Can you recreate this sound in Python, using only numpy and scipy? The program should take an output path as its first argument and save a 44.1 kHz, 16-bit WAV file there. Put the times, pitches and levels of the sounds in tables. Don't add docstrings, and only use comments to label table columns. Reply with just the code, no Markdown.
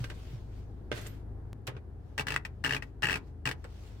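import sys
import numpy as np
from scipy import signal
from scipy.fft import rfft, irfft, next_fast_len
from scipy.io import wavfile
from scipy.ndimage import uniform_filter1d, map_coordinates

SR = 44100
rng = np.random.default_rng(int(sys.argv[2]) if len(sys.argv) > 2 else 0)


def to_wav(s):
    ch = np.atleast_2d(s).T
    pcm = np.round(np.clip(ch, -1, 1) * 32767)
    wavfile.write(sys.argv[1], SR, pcm.astype(np.int16))


N = 176400
T = np.arange(N) / SR
AGE = T[:SR // 3]

# freq_hz, correlation
NEAR_CORRELATION = [(200, 1), (700, 0.42), (1500, 0.18), (2800, -0.037), (12000, -0.076)]


def ratchet():
    # start_s, body_db, low_ring_db, high_ring_db, crack_db
    snaps = [(2.1787, -20, -39, -43, -31), (2.1858, -28, -30, -38, -34), (2.1944, -19.5, -45, -28, -46),
             (2.2063, -24, -58, -56, -95), (2.2685, -23.5, -35.5, -48, -37.5), (2.2829, -21, -30, -36, -42),
             (2.304, -22.5, -34, -31, -60), (2.3204, -23, -34, -35, -44.5), (2.3405, -23.5, -39, -38, -40),
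             (2.362, -25.5, -24.5, -29.5, -21.5), (2.4503, -27.5, -34, -38.5, -53.5),
             (2.6395, -24.5, -26, -41, -34), (2.6463, -20.5, -33.5, -25.5, -23),
             (2.6543, -23, -27, -36.5, -58), (2.6616, -21, -23.5, -32, -45.5),
             (2.6748, -24, -38, -35.5, -44), (2.6926, -23.5, -38, -33, -45),
             (2.7077, -22, -22, -32.5, -45.5), (2.7225, -21, -27, -31.5, -46),
             (2.7337, -24, -34.5, -29.5, -47), (2.746, -20.5, -27.5, -36, -62),
             (2.764, -25.5, -38, -30.5, -48.5), (2.8229, -31, -33, -42, -50), (3.022, -25, -39, -45, -35),
             (3.0303, -23.5, -26.5, -28.5, -32), (3.0346, -20, -27.5, -29, -28.5),
             (3.0382, -27, -32.5, -30, -55.5), (3.0432, -22, -24.5, -34.5, -35),
             (3.0543, -23, -28, -27, -42), (3.07, -24.5, -27, -30, -26), (3.0859, -22, -30.5, -30, -38),
             (3.0959, -24.5, -24, -35.5, -39), (3.1066, -21, -48, -27.5, -43),
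             (3.1174, -23.5, -29, -43, -26), (3.1283, -23.5, -30.5, -31, -29),
             (3.14, -24, -41.5, -28.5, -51), (3.1557, -22.5, -43, -32.5, -44),
             (3.1715, -34, -52, -60.5, -40), (3.455, -21.5, -31.5, -31, -31),
             (3.4625, -22.5, -42, -42, -32), (3.4729, -21.5, -48, -28, -27.5),
             (3.4885, -21.5, -55, -49, -47), (3.5123, -25, -30, -42, -31.5),
             (3.6426, -39.5, -49, -68, -41.5)]
    # pitch_hz, gain_db, t60_s, left_over_right_db, left_lead_ms
    pawl_modes = [(1820, 11, 0.013, 9.5, 0), (2746, 13, 0.015, 5.5, 0.097)]
    # pitch_hz, gain_db, t60_s, left_over_right_db
    frame_modes = [(133.4, -20.5, 0.12, 3), (269.6, -25.5, 0.18, 3.5), (425, -26, 0.14, 12),
                   (846, -23.5, .08, -4.5), (1224, -27, .04, 12), (1594, -18.5, 0.039, 19),
                   (1776, -21.5, 0.034, 25), (1945, -16.5, 0.05, -0.5), (2260, -22, 0.085, -9.5),
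                   (2710, -22, 0.066, -10.5), (2927, -24, 0.043, 5), (4360, -21.5, 0.016, 18.5),
                   (5360, -24.5, 0.023, -11), (7850, -28, 0.034, -13)]
    # freq_hz, gain_db
    crack_eq = [(200, -0.5), (600, -4), (1200, 15), (3000, 5.5), (3600, -5.5), (5400, 2), (6500, -18.5),
                (8100, 10.5), (9000, -21.5), (16000, -12.5)]
    rattle_eq = [(120, -28.5), (200, -12), (300, -10), (424, -4.5), (500, -10), (650, -9.5), (836, -9),
                 (1480, -3.5), (1870, -13), (2130, -12.5), (2750, -6), (3830, -11), (5400, -13.5),
                 (8000, -21.5), (10000, -23.5), (16000, -28)]
    case_eq = [(90, -13), (140, 4.5), (200, -7.5), (280, -1.5), (430, -8.5), (560, -11), (900, -6.5),
               (1500, -12.5), (2500, -22), (5000, -32), (16000, -59.5)]
    out = np.zeros((2, N))
    for start, body_db, low_db, high_db, crack_db in snaps:
        pawl = frame = 0
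        for ring_db, (hz, gain_db, t60, side_db, lead_ms) in zip((low_db, high_db), pawl_modes):
            pitch = hz * (1 + 0.043 * rng.normal())
            mode = ring(pitch, t60, attack_s=0.0013, lead_s=lead_ms / 1000)
            pawl += amp(ring_db + gain_db) * pan(side_db) * mode
        for hz, gain_db, t60, side_db in frame_modes:
            strength = amp(gain_db + rng.normal())
            pitch = hz * (1 + 0.012 * rng.normal())
            frame += strength * pan(side_db) * ring(pitch, t60)
        rattle = amp(-11) * burst(rattle_eq, t60=0.054)
        boom = amp(-23) * burst(case_eq, t60=0.19)
        crack = amp(crack_db + 5) * burst(crack_eq, t60=0.0056, attack_s=0.00026)
        add(out, start, pawl + amp(body_db) * (frame + rattle + boom) + crack)
    return out


def cover():
    # start_s, level_db, tilt_db_per_octave
    hits = [(.0425, -37.5, 5), (.101, -41.5, 0.5), (.9155, -25.5, 1), (.925, -30.5, 1.5), (.976, -68, 4),
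            (.988, -48, 0)]
    # pitch_hz, gain_db, t60_s
    modes = [(233, -14, 0.093), (347, -8, 0.074), (456, -2, 0.051), (591, -8, .05), (1004, -17, .058),
             (1230, -14.5, 0.047), (1565, -9.5, .1), (1780, -7.5, 0.024), (2850, -20, 0.081)]
    # time_s, level_db
    slide = [(.925, -88), (.94, -49), (.98, -43.5), (1.01, -52), (1.05, -52), (1.067, -46), (1.085, -58),
             (1.15, -63.5), (1.25, -80)]
    # freq_hz, gain_db
    scrape_eq = [(240, -17.5), (400, 2), (700, -6.5), (1000, -8.5), (1450, -3.5), (2000, -4), (4200, -10.5),
                 (6000, -15), (12000, -22), (16000, -29.5)]
    thud_eq = [(90, -18), (150, -7.5), (300, 19), (550, -13), (800, -5.5), (1150, -10), (1560, 0),
               (2200, -4.5), (2850, -7.5), (3200, -9.5), (4500, -16.5), (8000, -28.5), (16000, -45.5)]
    catch_eq = [(500, -18), (2000, -7), (5000, -6.5), (7000, 8), (9500, -0.5), (11000, -10), (16000, -13)]
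    # freq_hz, left_over_right_db
    balance = [(300, 0), (1200, 0), (3000, -3), (12000, -3.5)]
    pings = [(1.012, -60.5), (1.066, -54)]  # start_s, level_db
    out = envelope(slide) * friction(scrape_eq, colour_db=0.5, grain_db=0.77, grain_hz=400)
    for start, db, tilt in hits:
        ringing = sum(amp(gain_db + tilt * np.log2(hz / 1000)) * ring(hz, t60)
                      for hz, gain_db, t60 in modes)
        thud = amp(2) * burst(thud_eq, t60=0.038, tilt=tilt)
        add(out, start, amp(db) * (ringing + thud))
    for start, db in pings:
        ping = ring(hz=12140, t60=0.22)
        click = amp(10) * burst(catch_eq, t60=0.046)
        add(out, start, amp(db) * (ping + click))
    side_db = curve(balance, np.fft.rfftfreq(N, 1 / SR))
    return irfft(rfft(out) * amp(np.array([side_db, -side_db]) / 2), N)


def handling():
    # time_s, level_db
    rustle = [(0, -52.5), (.13, -58.5), (.18, -58), (.34, -58.5), (.38, -63.5), (.46, -69.5), (.59, -64),
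              (.68, -73.5), (.85, -75.5), (1.9, -99), (2.08, -73), (2.55, -81.5), (2.88, -71), (2.97, -102),
              (3.28, -68.5), (3.4, -101), (3.6, -71.5), (3.72, -63), (3.87, -59), (4, -66)]
    # start_s, level_db, tilt_db_per_octave, t60_s
    knocks = [(0.0406, -35, 3, 0.021), (0.099, -41.5, 4, 0.063), (0.114, -43.5, -2.5, 0.063),
              (1.669, -37, 9.5, 0.055), (1.674, -33, 3, 0.055), (1.682, -38, -2.5, 0.15),
              (1.75, -48, -4, 0.046), (1.765, -44, -2, 0.078), (3.646, -41, -3.5, 0.068)]
    # freq_hz, gain_db
    cloth_eq = [(400, -0.5), (800, -5.5), (1440, -7.5), (2500, -8.5), (4500, -11.5), (8000, -18.5),
                (10100, -24.5), (14000, -23.5), (16000, -26.5)]
    shell_eq = [(150, -30), (400, 12.5), (800, 3.5), (1400, 5), (3000, -1), (5000, -11), (8000, -19.5),
                (16000, -35.5)]
    bumps = [(0.001, -25.5), (0.33, -30), (0.917, -32), (1.678, -31), (1.744, -36.5)]  # start_s, level_db
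    out = envelope(rustle) * friction(cloth_eq, colour_db=1.45, grain_db=1, grain_hz=300)
    for start, db, tilt, t60 in knocks:
        add(out, start, amp(db) * burst(shell_eq, t60, tilt))
    for start, db in bumps:
        add(out, start, amp(db) * ring(hz=118.2, t60=0.16, attack_s=0.0047))
    return out


def tick():
    out = np.zeros((2, N))
    add(out, start_s=1.5308, sound=amp(-32.5) * decay(AGE, t60=0.0048))
    return out


def cabin_echo(sound):
    damping = [(150, 0.75), (1000, 0.28), (3000, 0.15), (12000, 0.11)]  # freq_hz, t60_s
    hz, t, bands = signal.stft(rng.standard_normal((2, len(AGE))), SR, nperseg=256)
    tail = signal.istft(bands * decay(t, curve(damping, hz)[:, None]), SR, nperseg=256)[1]
    response = amp(-19) * tail / np.linalg.norm(tail[0])
    for ear in response:
        delays_s = rng.uniform(0.004, 0.016, size=6)
        ear[(delays_s * SR).astype(int)] += amp(-18)
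    return signal.fftconvolve(sound, response, axes=1)[:, :N]


def idling_car():
    # multiple, early_db, late_db
    orders = [(1, -55, -69), (2, -47.5, -50.5), (3, -52.5, -52), (4, -50, -55.5), (5, -62, -65.5)]
    # freq_hz, gain_db
    rumble_eq = [(12, -47.5), (22, -20.5), (40, -10), (70, -1), (116, -5.5), (172, -13), (420, -17),
                 (560, -27), (750, -25.5), (1150, -35.5), (1700, -39.5), (3070, -64.5), (7000, -68.5),
                 (11500, -59.5), (16000, -79.5)]
    # time_s, level_db
    rumble_swell = [(0, -49), (1.4, -46.5), (1.65, -49), (4, -50.5)]
    # freq_hz, correlation
    rumble_correlation = [(100, 0.9), (300, 0.67), (1000, 0.17), (3000, .1)]
    idle_hz, settle_s = 26.26, 1.515
    cycles = np.cumsum(idle_hz * (1 + 0.0037 * wobble(rate_hz=4.1))) / SR
    hum = 0
    for order, early_db, late_db in orders:
        level = envelope([(settle_s - 0.03, early_db), (settle_s + 0.036, late_db)])
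        waver = amp(0.52 * order * wobble(rate_hz=5.46))
        hum += level * waver * np.sin(2 * np.pi * (order * cycles + rng.random()))
    rumble = envelope(rumble_swell) * noise(rumble_eq, rumble_correlation, N)
    return (np.sqrt(2) * hum + rumble) * pan(2.3)


def ring(hz, t60, attack_s=0.0011, lead_s=0):
    t = AGE + np.array([[lead_s], [-lead_s]]) / 2
    onset = 1 - np.exp(-(AGE / attack_s) ** 2)
    return np.sin(2 * np.pi * (hz * t + rng.random())) * decay(AGE, t60) * onset


def burst(eq, t60, tilt=0, attack_s=0.0007):
    onset = 1 - np.exp(-AGE / attack_s)
    return noise(eq, NEAR_CORRELATION, len(AGE), tilt) * decay(AGE, t60) * onset


def friction(eq, colour_db, grain_db, grain_hz):
    bands = signal.stft(noise(eq, NEAR_CORRELATION, N), nperseg=512)[2]
    patches = rng.standard_normal(bands.shape[1:])
    for axis in (0, 1):
        patches = uniform_filter1d(patches, size=8, axis=axis)
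    rub = signal.istft(bands * amp(colour_db * unit_rms(patches)), nperseg=512)[1][:, :N]
    return unit_rms(rub * amp(grain_db * wobble(grain_hz)))


def noise(eq, correlation, size, tilt=0):
    hz = np.fft.rfftfreq(size, 1 / SR)
    width = np.arccos(np.clip(curve(correlation, hz), -1, 1)) / 2
    gain = amp(curve(eq, hz) + tilt * np.log2(hz + 1))
    white = rfft(rng.standard_normal((2, size)))
    mid, side = irfft(white * gain * [np.cos(width), np.sin(width)], size)
    return unit_rms(np.array([mid + side, mid - side]))


def amp(db):
    return 10 ** (np.asarray(db) / 20)


def unit_rms(x):
    return x / np.sqrt(np.mean(x ** 2) + 1e-20)


def curve(points, hz):
    freqs, values = np.transpose(points)
    return np.interp(np.log(hz + 1), np.log(freqs + 1), values)


def envelope(points):
    return amp(np.interp(T, *np.transpose(points)))


def wobble(rate_hz):
    return map_coordinates(rng.standard_normal(int(T[-1] * rate_hz) + 4), [T * rate_hz])


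def pan(db):
    return amp(np.array([[db], [-db]]) / 2)


def decay(t, t60):
    return 1000.0 ** (-t / t60)


def add(track, start_s, sound):
    part = track[:, max(round(start_s * SR), 0):][:, :sound.shape[-1]]
    part += sound[..., :part.shape[1]]


def scene():
    near = ratchet() + cover() + handling()
    return near + cabin_echo(near) + idling_car() + tick()


def record(dry):
    top_hz, slope_width_hz = 16450, 650
    size = next_fast_len(N + SR // 2)
    edge = np.clip((top_hz - np.fft.rfftfreq(size, 1 / SR)) / slope_width_hz, 0, 1)
    return irfft(rfft(dry, size) * np.sin(np.pi / 2 * edge) ** 2, size)[:, :N]


dry = scene()
out = record(dry)
to_wav(out)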